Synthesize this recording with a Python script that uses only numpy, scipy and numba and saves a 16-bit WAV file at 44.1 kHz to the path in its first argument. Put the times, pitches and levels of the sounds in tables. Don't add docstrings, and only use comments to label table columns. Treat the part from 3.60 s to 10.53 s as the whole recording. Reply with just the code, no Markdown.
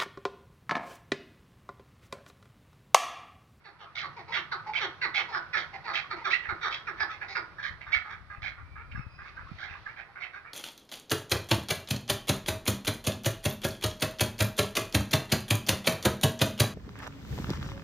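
import sys
import numpy as np
from scipy import signal
from scipy.fft import rfft, irfft, next_fast_len
from scipy.io import wavfile
from scipy.ndimage import uniform_filter1d
from numba import njit

SR = 44100
rng = np.random.default_rng(int(sys.argv[2]) if len(sys.argv) > 2 else 0)


def materialize(psi):
    bounded = np.clip(np.atleast_2d(psi).T, -1, 1)
    quanta = np.round(bounded * 32767).astype(np.int16)
    wavfile.write(sys.argv[1], SR, quanta)


N = 305613
TIME = np.arange(N) / SR


def from_db(db):
    return 10 ** (np.asarray(db) / 20)


def rms_one(x):
    return x / np.sqrt(np.mean(x ** 2) + 1e-20)


def in_time(rows):
    seconds, *columns = np.transpose(rows)
    return [np.interp(TIME, seconds, column) for column in columns]


def at_hz(points, hz):
    f, value = np.transpose(points)
    return np.interp(np.log(hz + 1), np.log(f), value)


def add(out, start_s, sound):
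    i = max(0, int(start_s * SR))
    out[..., i:i + sound.shape[-1]] += sound[..., :max(0, N - i)]


def wobble(size, rate_hz):
    at = np.arange(size) * rate_hz / SR
    return np.interp(at, np.arange(size), rng.standard_normal(size))


# frequency in Hz, likeness from 0 to 1.
LIKENESS = [(60, 0.48), (160, 1), (300, 1), (900, 0.9), (1400, 0.85), (2300, 0), (4000, 0), (8000, 0.34)]


def diffuse(spectrum, size):
    hz = np.fft.rfftfreq(size, 1 / SR)
    alike = np.clip(at_hz(LIKENESS, hz), -1, 1)
    mid, side = rfft(rng.standard_normal((2, size)))
    pair = np.sqrt(1 + alike) * mid + np.sqrt(1 - alike) * side * [[1], [-1]]
    return rms_one(irfft(pair * from_db(at_hz(spectrum, hz)), size))


@njit
def resonate(x, hz, width):
    y, r = np.zeros(len(x)), np.exp(-np.pi * width / SR)
    for i in range(2, len(x)):
        driven = (1 - r * r) / 2 * (x[i] - x[i - 2])
        y[i] = driven + 2 * r * np.cos(2 * np.pi * hz[i] / SR) * y[i - 1] - r * r * y[i - 2]
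    return y


def resonate_twice(x, hz, width):
    return resonate(resonate(x, hz, float(width)), hz, float(width))


def syrinx(pitch, jitter, rasp, uneven_db=2.5):
    size = len(pitch)
    phase = 2 * np.pi * np.cumsum(pitch * (1 + jitter * wobble(size, 260.6))) / SR
    harmonic = np.arange(1, 20)[:, None]
    pulses = rms_one(np.cos(harmonic * phase + .16 * harmonic ** 2).sum(0))
    puffs = rms_one(rng.standard_normal(size) * (1 + np.cos(phase)))
    pairs = 1 + .45 * wobble(size, 60) * np.cos(phase / 2)
    return (pulses + rasp * puffs) * pairs * from_db(uneven_db * wobble(size, 298.8))


def rattle(size, depth, rate_hz=125, scatter=.25):
    rate = rate_hz * (1 + scatter * wobble(size, rate_hz))
    turn = (rng.random() + np.cumsum(rate) / SR) % 1
    return rms_one(1 - depth * np.cos(2 * np.pi * turn)), turn - .5


def throat(source, beak_hz, beak, chest, chest_db, treble, treble_db):
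    def bank(modes, scale):
        out = np.zeros(len(source))
        for k, (f, width, db) in enumerate(modes):
            out += (-1) ** k * from_db(db) * resonate_twice(source, f * scale, width)
        return out
    still = np.ones(len(source))
    core = bank(beak, beak_hz)
    power = uniform_filter1d(core ** 2, size=700) + np.var(core) / 10
    fixed = from_db(chest_db) * bank(chest, still) + from_db(treble_db) * bank(treble, still)
    return core / np.sqrt(power) + fixed / np.std(core)


def push(t, length, swell, release, start_db=-16, onset=.004):
    rise = np.minimum(t / onset, 1) * from_db(start_db * np.maximum(1 - t / swell, 0))
    return rise * np.exp(-np.maximum(t - length, 0) / release)


def glide(length, hz, rise, waver, flutter, octave_db):
    u = np.linspace(0, 1, int(length * SR))
    pitch = hz * (1 + rise * (u - .5)) * (1 + waver * wobble(len(u), 294))
    phase = 2 * np.pi * np.cumsum(pitch) / SR
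    swell = np.sin(np.pi * u) * (1 + flutter * wobble(len(u), 270))
    return swell * (np.sin(phase) + from_db(octave_db) * np.sin(2 * phase))


def placed(note, pan_db, bounce_db=-9, bounce_s=0.00219):
    at = np.arange(len(note))
    lags = rng.uniform(.2, 1, 2) * bounce_s * SR
    bounce = np.array([np.interp(at - lag, at, note, left=0) for lag in lags])
    both = note + from_db(bounce_db) * bounce
    return both * from_db([[pan_db], [0]]) / np.sqrt(1 + from_db(bounce_db) ** 2)


# time in seconds, level in dB.
BACKGROUND = [(0, -63.5), (.5, -56.5), (1.5, -54.5), (3.5, -52.5), (4.6, -59.5), (5.2, -60.5), (5.9, -57),
              (6.93, -59)]
# frequency in Hz, relative density in dB.
YARD = [(45, -5.5), (200, -15.5), (320, -3), (430, -6), (700, -5), (1300, 0), (2100, -4.5), (3000, -14),
        (4500, -18.5), (6000, -20.5), (7500, -47.5)]


def outdoor_background():
    level_db, = in_time(BACKGROUND)
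    return diffuse(YARD, N) * from_db(level_db)


# time in seconds, level in dB.
RUMBLE = [(0, -67), (.3, -66), (.45, -56.5), (2, -58.5), (3.6, -60.5), (6.93, -67)]
# frequency in Hz, relative density in dB.
RUMBLE_COLOUR = [(40, -21), (85, 0.5), (155, 1), (230, -11.5), (400, -36)]


def rumble():
    level_db, = in_time(RUMBLE)
    return diffuse(RUMBLE_COLOUR, N) * from_db(level_db)


# time in seconds, level in dB before lumps and side trims.
BREEZE = [(0, -83), (.6, -72), (3.9, -66), (4.3, -56.5), (4.6, -60), (4.85, -53), (5.4, -54.5),
          (5.7, -56.5), (6.3, -61), (6.6, -74.5)]
# frequency in Hz, relative density in dB.
WIND = [(12, -56.5), (20, -26.5), (44, -0.5), (81, 1), (128, -7), (216, -21), (300, -21), (390, -60.5),
        (660, -120)]
# start in seconds, relative level in dB, left pitch in Hz, left over right in dB.
BUMPS = [(2.886, -50, 74, 20.5), (2.924, -44.5, 98, 21), (4.107, -49.5, 80, 16), (4.363, -47, 72, 16),
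         (4.781, -45.5, 77.4, 13), (5.348, -42.5, 101, 27), (5.377, -37.5, 109, 18.5),
         (5.393, -35, 126, 18), (5.465, -39.5, 91, 17), (5.915, -38, 176, -21.5), (6.109, -49, 79.6, 18)]


def wind(lumps_db=-4.0, left_db=6, right_db=-2, eddy_db=6):
    wind_db, = in_time(BREEZE)
    lumps = from_db(wind_db + lumps_db * wobble(N, 24))
    out = diffuse(WIND, N) * lumps * from_db([[left_db], [right_db]])
    t = np.arange(SR // 10) / SR
    for s, db, hz, pan_db in BUMPS:
        eddy = np.sin(2 * np.pi * hz * t * [[1], [.85]]) * from_db([[pan_db / 2], [-pan_db / 2]])
        envelope = np.minimum(t / 0.0029, 1) * np.exp(-t * hz / 0.82)
        add(out, s, from_db(db + eddy_db) * eddy * envelope)
    return out


# middle in seconds, half length in seconds, level in dB before the grain.
RUSTLES = [(5.685, 0.076, -59.5), (6.006, 0.16, -56), (6.287, 0.11, -60.5)]
# frequency in Hz, relative density in dB.
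RUSTLE_COLOUR = [(300, -35), (1500, 6.5), (3500, 0.5), (5500, -5), (7000, -9.5)]


def rustles(grain_db=2.5):
    swell = sum(from_db(db) * np.exp(-((TIME - s) / half) ** 2) for s, half, db in RUSTLES)
    return diffuse(RUSTLE_COLOUR, N) * swell * from_db(grain_db * wobble(N, 90))


# time in seconds, pitch in Hz before waver, relative level in dB,
# octave in dB against the fundamental.
WHISTLE = [(4.98, 2300, -76, -20), (5.08, 2330, -59, -22), (5.27, 2346, -64, -18), (5.37, 2620, -55.5, -6),
           (5.47, 2543, -55, -12), (5.56, 2503, -57, -3), (5.66, 2485, -57, -11.5), (5.78, 2525, -58, -13),
           (5.86, 2480, -64, -22), (5.96, 2383, -54, -23), (6.15, 2420, -80, -20)]


def whistle(waver=.024):
    hz, db, octave_db = in_time(WHISTLE)
    phase = 2 * np.pi * np.cumsum(hz * (1 + waver * wobble(N, 1100))) / SR
    sounding = (TIME > WHISTLE[0][0]) & (TIME < WHISTLE[-1][0])
    note = np.sin(phase) + from_db(octave_db) * np.sin(2 * phase)
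    return sounding * from_db(db) * note * from_db(4 * wobble(N, 45) - 4)


# start in seconds, length in seconds, middle pitch in Hz, slide as a share, level in dB.
CLEAR_TONES = [(.245, 0.061, 1238, -.033, -48), (.982, 0.027, 1235, .076, -42),
               (1.785, 0.059, 1506, 0, -45), (2.43, .04, 1190, 0, -43.5), (3.484, 0.052, 1299, -.062, -37),
               (5.402, .028, 1305, -.064, -45), (5.645, 0.06, 1184, .054, -49.5),
               (5.86, 0.047, 1225, .34, -47), (6.148, 0.019, 1157, .28, -44),
               (6.481, .03, 814, .085, -54.5)]


def clear_tones(waver=.045):
    out = np.zeros(N)
    for s, length, hz, rise, db in CLEAR_TONES:
        add(out, s, from_db(db) * glide(length, hz, rise, waver, flutter=.45, octave_db=-19))
    return out


# start in seconds, length in seconds, relative level in dB, throat resonance in Hz,
# slide as a share, clear partial in dB, beak resonance in Hz, its level in dB, treble in dB.
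COOS = [(0.559, .045, -45, 850, -.2, -9, 2220, -4.5, -12),
        (0.674, .05, -46.5, 880, 0.17, -13, 2160, -4, -10),
        (1.059, 0.045, -45.5, 856, -0.0051, 13, 2180, -4.5, -11),
        (1.561, 0.043, -48, 777, 0.0058, 5.5, 2170, -9.5, -11.5),
        (1.68, .04, -44.5, 852, -0.12, -10.5, 2060, -4, -8),
        (2.128, 0.036, -47, 776, -.07, 3.5, 2070, 6, -8.5),
        (2.235, 0.05, -50.5, 849, .16, 2.5, 2190, -4.5, -6),
        (2.557, 0.067, -48.5, 949, -0.12, -3, 2160, -0.5, -13.5),
        (3.613, .035, -50, 834, -0.081, -9, 1880, 2, -13),
        (3.678, 0.056, -52, 738, .15, -10, 2070, 6.5, 4.5)]


def coos(throat_width_hz=350, beak_width_hz=450, treble_hz=4300, treble_width_hz=2200, hum_db=-9,
         release=0.018, swell=0.01, linger=1.25):
    out, t = np.zeros((2, N)), np.arange(SR // 7) / SR
    for s, length, db, throat_hz, slide, clear_db, beak_hz, beak_db, treble_db in COOS:
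        bend = 1 + slide * (np.minimum(t / length, 1.4) - .5)
        source = syrinx(throat_hz / 2 * bend, jitter=.11, rasp=.7)
        modes = [(throat_hz, throat_width_hz, 0), (throat_hz * 0.68, throat_width_hz, hum_db),
                 (beak_hz, beak_width_hz, beak_db), (treble_hz, treble_width_hz, treble_db)]
        voice = np.zeros(len(t))
        for hz, width, mode_db in modes:
            voice += from_db(mode_db) * rms_one(resonate_twice(source, hz * bend, width))
        add(out, s, placed(voice * push(t, length, swell, release) * from_db(db), pan_db=-0.5))
        clear = glide(length * linger, throat_hz, slide, waver=.022, flutter=.3, octave_db=-20)
        add(out, s, placed(clear * from_db(db + clear_db), pan_db=0.5))
    return out


# multiple of the beak resonance, width in Hz, level in dB.
CLUCK_BEAK = [(0.815, 372, 3), (1.022, 349, 1.5), (1.298, 513, 1.5)]
# Hz, width in Hz, relative level in dB.
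CLUCK_CHEST = [(410, 280, -18), (800, 400, -11)]
CLUCK_TREBLE = [(3437, 1200, -19.5), (4460, 160, -24), (5560, 760, -24.5)]
# start in seconds, length in seconds, relative level in dB,
# middle beak resonance in Hz, treble in dB, clear partial in dB against the note.
ANSWERS = [(3.371, 0.017, -43.5, 1758, 10.5, -1), (3.495, 0.038, -42, 1750, 16, -1),
           (3.606, 0.031, -39, 1665, 1, 5.5), (3.979, 0.034, -46.5, 1664, 10, 11.5),
           (4.258, .089, -45.5, 1560, 7, -0.5), (4.439, 0.066, -44, 1543, 1, 2),
           (4.497, .039, -42.5, 1510, 10, -3), (4.694, .053, -46.5, 1592, 0, 5.5),
           (4.969, .033, -51, 1420, -18, 3.5), (5.152, .058, -46, 1586, -23, -1.5),
           (5.343, .055, -47, 1610, -2, 7), (5.577, .048, -47.5, 1615, -19, 4.5),
           (5.644, .04, -49, 1615, 9, -2.5), (5.76, .045, -47, 1584, -4, 7), (6.07, .075, -45, 1773, 6, 0),
           (6.253, .05, -45.5, 1630, -14, 7), (6.55, .038, -44.5, 1565, -20, 0.5),
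           (6.727, .043, -45, 1528, 6.5, 5.5), (6.843, .039, -48, 1586, -11, -1.5)]


def answers(pitch_hz=400, pitch_rise=0.1062, beak_rise=0.11, chest_db=-1.0, top_hz=3700, top_db=-18,
            gain_db=-1, clear_ratio=0.99, clear_rise=-.1, clear_delay_s=0.00305, clear_s=.026,
            pan_db=0.5, swell=.01, release=0.02, wander=0.091):
    out, t = np.zeros((2, N)), np.arange(SR // 7) / SR
    treble = CLUCK_TREBLE + [(top_hz, 450, top_db)]
    for s, length, db, beak_hz, treble_db, clear_db in ANSWERS:
        spent = np.minimum(t / length, 1.6) - .5
        pitch = pitch_hz * (1 + 0.077 * rng.standard_normal()) * (1 + pitch_rise * spent)
        source = syrinx(pitch, jitter=.045, rasp=.18)
        grains, _ = rattle(len(t), depth=.5)
        beak = beak_hz * (1 + beak_rise * spent + wander * wobble(len(t), 106.0))
        voice = grains * throat(source, beak, CLUCK_BEAK, CLUCK_CHEST, chest_db, treble, treble_db)
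        pressure = push(t, length, swell, release)
        add(out, s, placed(voice * pressure * from_db(db + gain_db), pan_db))
        clear = glide(clear_s, beak_hz * clear_ratio, clear_rise, waver=0.039, flutter=0.51, octave_db=-35.0)
        add(out, s + clear_delay_s, placed(clear * from_db(db + clear_db), pan_db))
    return out


# start in seconds, length in seconds, middle pitch in Hz,
# slide as a share, relative level in dB.
SQUEALS = [(.364, .026, 2250, .1, -39), (0.733, 0.03, 3400, 0.23, -32), (.757, .016, 1884, .1, -29.5),
           (.777, 0.023, 2830, -0.073, -34.5), (1.144, .036, 2260, -0.017, -26),
           (1.155, .017, 3060, 0.032, -29), (1.549, .025, 2214, .06, -24.5),
           (1.574, .014, 2535, -.1, -27.5), (2.352, .022, 2340, 0.075, -26.5),
           (2.703, 0.019, 2266, .1, -25), (2.726, 0.017, 1930, .2, -19), (2.734, .017, 2640, 0.1, -23),
           (4.046, 0.011, 1645, 0.23, -31.5), (4.324, 0.032, 2246, 0.067, -23.5),
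           (4.345, .013, 1830, 0.22, -22), (4.852, 0.021, 2200, 0.022, -30),
           (6.615, 0.029, 2150, -0.0056, -32.5)]


def squeals(waver=.02):
    out = np.zeros((2, N))
    for s, length, hz, rise, db in SQUEALS:
        squeal = glide(length, hz, rise, waver, flutter=0.36, octave_db=-27.5)
        add(out, s, placed(from_db(db) * squeal, pan_db=-1.5))
    return out


# multiple of the beak resonance, width in Hz, level in dB.
SQUAWK_BEAK = [(.74, 500, -5.5), (1.03, 534, 4.5), (1.3, 479, -5)]
# Hz, width in Hz, relative level in dB.
SQUAWK_CHEST = [(434, 520, -14), (923, 330, -7)]
SQUAWK_TREBLE = [(3205, 470, -3.5), (4100, 1400, -13), (5770, 1830, -16.5)]
# start in seconds, nominal length in seconds, relative level in dB, middle pitch in Hz,
# pitch rise as a share, relative roughness, middle beak resonance in Hz, chest in dB, treble in dB.
SQUAWKS = [(.352, .07, -36, 725.4, -.046, .9, 2135, -5, 5.5),
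           (0.719, .062, -28, 725, 0.2, 1, 2013, -1.5, -0.5),
           (1.132, .07, -29.5, 757.4, -0.038, .9, 2150, 0, 0),
           (1.54, 0.063, -27, 751, -0.13, .9, 2246, -3.5, 1.5),
           (1.96, .055, -33, 641, 0.06, 1.1, 1720, 2, 4.5),
           (2.332, .06, -27.5, 800, .046, .9, 2170, -3.5, 1.5),
           (2.697, .055, -28.5, 664, 0.47, .5, 2070, -9, 1.5),
           (3.102, .065, -35.5, 669, -0.016, 1, 1800, 0, 5.5),
           (4.024, 0.055, -33.5, 589.6, 0.18, 0.9, 1710, -8, 0.5),
           (4.207, 0.017, -40, 733, 0.11, .4, 2140, -2, -9.5),
           (4.317, .05, -27.5, 742, .05, 0.6, 2010, -7, -1.5),
           (4.817, .082, -34.5, 743.7, 0.06, 0.9, 1890, -4, -3),
           (5.31, .0144, -42.5, 727, 0.14, .5, 1960, -13, -9.5),
           (5.982, .085, -39.5, 775, -0.0012, .5, 1716, 1, -0.5),
           (6.362, .058, -41, 769.6, -0.16, 0.7, 1910, 0.5, -9),
           (6.601, .06, -36.5, 733, -0.0072, .55, 1990, -2, -7)]


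def squawks(arch=0.1627, top_hz=3900, top_db=-15, gain_db=-1.5, pan_db=-2, release=0.021, wander=0.12,
            rattle_sweep=.2, swell_share=.4):
    out, t = np.zeros((2, N)), np.arange(SR // 8) / SR
    treble = SQUAWK_TREBLE + [(top_hz, 500, top_db)]
    for s, length, db, pitch_hz, rise, rough, beak_hz, chest_db, treble_db in SQUAWKS:
        spent = np.minimum(t / length, 1.2) - .5
        bend = 1 + rise * spent - arch * spent ** 2
        grains, ramp = rattle(len(t), depth=.5)
        pitch = pitch_hz * bend * (1 + rattle_sweep * ramp)
        source = syrinx(pitch, jitter=.11 * rough, rasp=.45 * rough)
        beak = beak_hz * np.sqrt(bend) * (1 + rattle_sweep * ramp + wander * wobble(len(t), 115))
        voice = grains * throat(source, beak, SQUAWK_BEAK, SQUAWK_CHEST, chest_db, treble, treble_db)
        pressure = push(t, length * 0.77, length * swell_share, release, start_db=-7.5)
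        add(out, s, placed(voice * pressure * from_db(db + gain_db), pan_db))
    return out


# start in seconds, length in seconds,
# relative level in dB, middle beak resonance in Hz, top resonance in Hz, treble in dB,
# clear partial in Hz, its slide as a share, its relative level in dB against the note,
# chest in dB at mid-note, relative level of the closing hum in dB.
CLUCKS = [(0.039, 0.054, -51, 1820, 4280, 11, 1370, -.034, -1.5, 10.5, -66),
          (0.188, .057, -51.5, 1425, 2930, 15.5, 1225, -0.0049, 2, 12, -66.5),
          (.419, 0.043, -38.5, 1470, 4260, 8.5, 1241, -.2, -3, 3.5, -57),
          (0.738, 0.055, -35.5, 1550, 2980, 17.5, 1745, 0.15, -0.5, -5.5, -52.5),
          (0.912, 0.035, -35, 1436, 4340, 10.5, 1400, -0.26, 6, 2.5, -55.5),
          (1.197, .058, -32, 1536, 3120, 19, 1350, -0.074, -6.5, 7, -47),
          (1.412, 0.047, -27, 1844, 4340, 6.5, 1900, -.2, -1, -2, -48.5),
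          (1.572, 0.043, -35.5, 1760, 3050, 18, 1160, -.15, -4, 6, -57.5),
          (1.721, .056, -32, 1420, 5250, 8.5, 1460, .1, 7, 0, -52.5),
          (1.928, .047, -28, 1750, 5460, 8, 1735, -.1, 0, -2, -50.5),
          (2.245, 0.077, -34, 1600, 4400, 6, 1312, -0.29, -4.5, 4, -53),
          (2.502, 0.035, -34.5, 1530, 4340, 6.5, 1239, -0.22, -0.5, 0, -46),
          (2.641, .046, -32, 1620, 3660, 16, 1306, -.29, 6.5, 5, -50),
          (2.827, .05, -41.5, 2050, 3510, -2, 1800, -.2, 7, -0.5, -78.5),
          (2.885, .025, -30.5, 1577, 4100, 3, 1370, -0.28, 0.5, 2, -49.5),
          (3.01, .07, -30, 1564, 3765, 14, 1458, 0.074, -2.5, -0.5, -49),
          (3.267, .032, -33.5, 1625, 5620, 4.5, 1309, -.1, 0, -2.5, -50),
          (3.394, 0.042, -31, 1627, 4960, 10, 1708, -0.11, 2, 2, -50),
          (3.748, .036, -30, 1724, 4890, 7, 1470, -.1, -5, -0.5, -52)]


def chest_hums(from_share=.5, length_s=.0518, pitch_hz=353, rise=-.43, octave_db=-10, gain_db=1.5):
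    out = np.zeros(N)
    for s, length, *_, hum_db in CLUCKS:
        hz = pitch_hz * (1 + 0.045 * rng.standard_normal())
        hum = glide(length_s, hz, rise, waver=.02, flutter=0.49, octave_db=octave_db)
        add(out, s + from_share * length, hum * from_db(hum_db + gain_db))
    return out


def clucks(pitch_hz=440, pitch_fall=0.36, beak_fall=0.16, fade_db=6, closing_db=7, top_db=-15,
           pan_db=-1, release=0.017, wander=0.079, clear_s=.034, clear_gain_db=-1,
           push_s=.034, min_swell_s=.0092):
    out, t = np.zeros((2, N)), np.arange(SR // 7) / SR
    for s, length, db, beak_hz, top_hz, treble_db, clear_hz, slide, clear_db, chest_db, _ in CLUCKS:
        spent = np.minimum(t / length, 1.6) - .5
        swell = max(length - push_s, min_swell_s)
        grains, _ = rattle(len(t), depth=.3)
        pitch = pitch_hz * (1 + .07 * rng.standard_normal()) * (1 - pitch_fall * spent)
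        source = syrinx(pitch, jitter=.06, rasp=.15)
        beak = beak_hz * (1 - beak_fall * spent + wander * wobble(len(t), 94.0))
        chest_now_db = chest_db + closing_db * spent
        treble = CLUCK_TREBLE + [(top_hz, 680, top_db)]
        voice = grains * throat(source, beak, CLUCK_BEAK, CLUCK_CHEST, chest_now_db, treble, treble_db)
        pressure = push(t, length, swell, release)
        add(out, s, placed(voice * pressure * from_db(db - fade_db * spent), pan_db))
        clear = glide(clear_s, clear_hz, slide, waver=.035, flutter=.4, octave_db=-28)
        clear_start_s = s + max(length - clear_s, 0)
        add(out, clear_start_s, placed(clear * from_db(db + clear_db + clear_gain_db), pan_db))
    return out


# delay in seconds, level in dB.
WALL_RETURNS = [(.074, -13.5), (.118, -23.5)]


def wall_echo(x, hz=1280., width_hz=570.):
    out = np.zeros(N)
    hollow = resonate(x.mean(0), np.full(N, hz), width_hz)
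    for delay_s, db in WALL_RETURNS:
        add(out, delay_s, from_db(db) * hollow)
    return out


# left delay in seconds, right delay in seconds, level in dB.
ECHOES = [(.0019, .00195, -25), (0.011, 0.016, -11.5), (0.027, .0293, -23.5), (.052, 0.014, -18)]


def yard(x, near_db=-4, near_t60=0.24, far_db=-9, far_t60=.85):
    t = np.arange(SR) / SR
    response = np.zeros((2, SR))
    # (Hz, relative dB)
    near_colour = [(400, 6.0), (2000, 1.0), (5000, -3.5), (9000, -34.5)]
    far_colour = [(400, -9.0), (1400, -5.5), (2300, -11.5), (4000, -8.0), (9000, -4.0)]
    for db, t60, colour in ((near_db, near_t60, near_colour), (far_db, far_t60, far_colour)):
        tail = diffuse(colour, SR) * from_db(-60 * t / t60) * np.minimum(t / 0.0022, 1)
        response += from_db(db) * rms_one(tail) / np.sqrt(SR * 4)
    for left_s, right_s, db in ECHOES:
        response[[0, 1], [int(left_s * SR), int(right_s * SR)]] += from_db(db)
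    return x + signal.fftconvolve(x, response, axes=1)[:, :N]


def scene():
    calls = clucks() + chest_hums() + answers() + squawks() + squeals() + whistle()
    outdoors = outdoor_background() + rumble()
    soft = yard(clear_tones() + coos(), near_db=-5.5, far_db=-16.5)
    loud = from_db(-0.5) * yard(calls + wall_echo(calls))
    return loud + soft + outdoors + rustles() + wind()


# frequency in Hz, gain in dB.
LEFT_PORT = [(900, 1), (1350, 1), (1700, -7.5), (2150, -12), (2600, -5.5), (3100, -1), (4400, 4), (5200, 1),
             (6200, -4.5), (7000, -5)]
RIGHT_PORT = [(900, 0.5), (2300, 4), (3000, -1), (4400, 1.5), (5000, -6), (5700, -16), (6400, -27)]
# frequency in Hz, lead of the left in radians.
PORT_PHASE = [(300, -1), (1100, -0.23), (1650, 1.5), (2100, 0.5), (2450, 1.5), (2900, 9), (3400, 0.5),
              (3900, 8.5), (4600, 8), (6500, 7.5)]
# frequency in Hz, relative density in dB.
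HISS = [(100, 3.5), (3000, -5), (12000, -3), (13500, -24.5)]


def record(dry, hiss_db=-84, call_hiss_db=-50):
    size = next_fast_len(N + SR // 10)
    hz = np.fft.rfftfreq(size, 1 / SR)
    left = from_db(at_hz(LEFT_PORT, hz)) * np.exp(1j * at_hz(PORT_PHASE, hz))
    right = from_db(at_hz(RIGHT_PORT, hz))
    heard = irfft(rfft(dry, size) * np.array([left, right]), size)[:, :N]
    heard = signal.sosfilt(signal.ellip(6, .5, 38, 6700, fs=SR, output="sos"), heard)
    level = uniform_filter1d(np.abs(heard).mean(0), size=900)
    hiss = (from_db(hiss_db) + from_db(call_hiss_db) * level) * diffuse(HISS, N)
    top = signal.cheby2(12, 60, 13200 * 1.08, fs=SR, output="sos")
    return signal.sosfilt(top, heard + hiss)


dry = scene()
out = record(dry)
materialize(out)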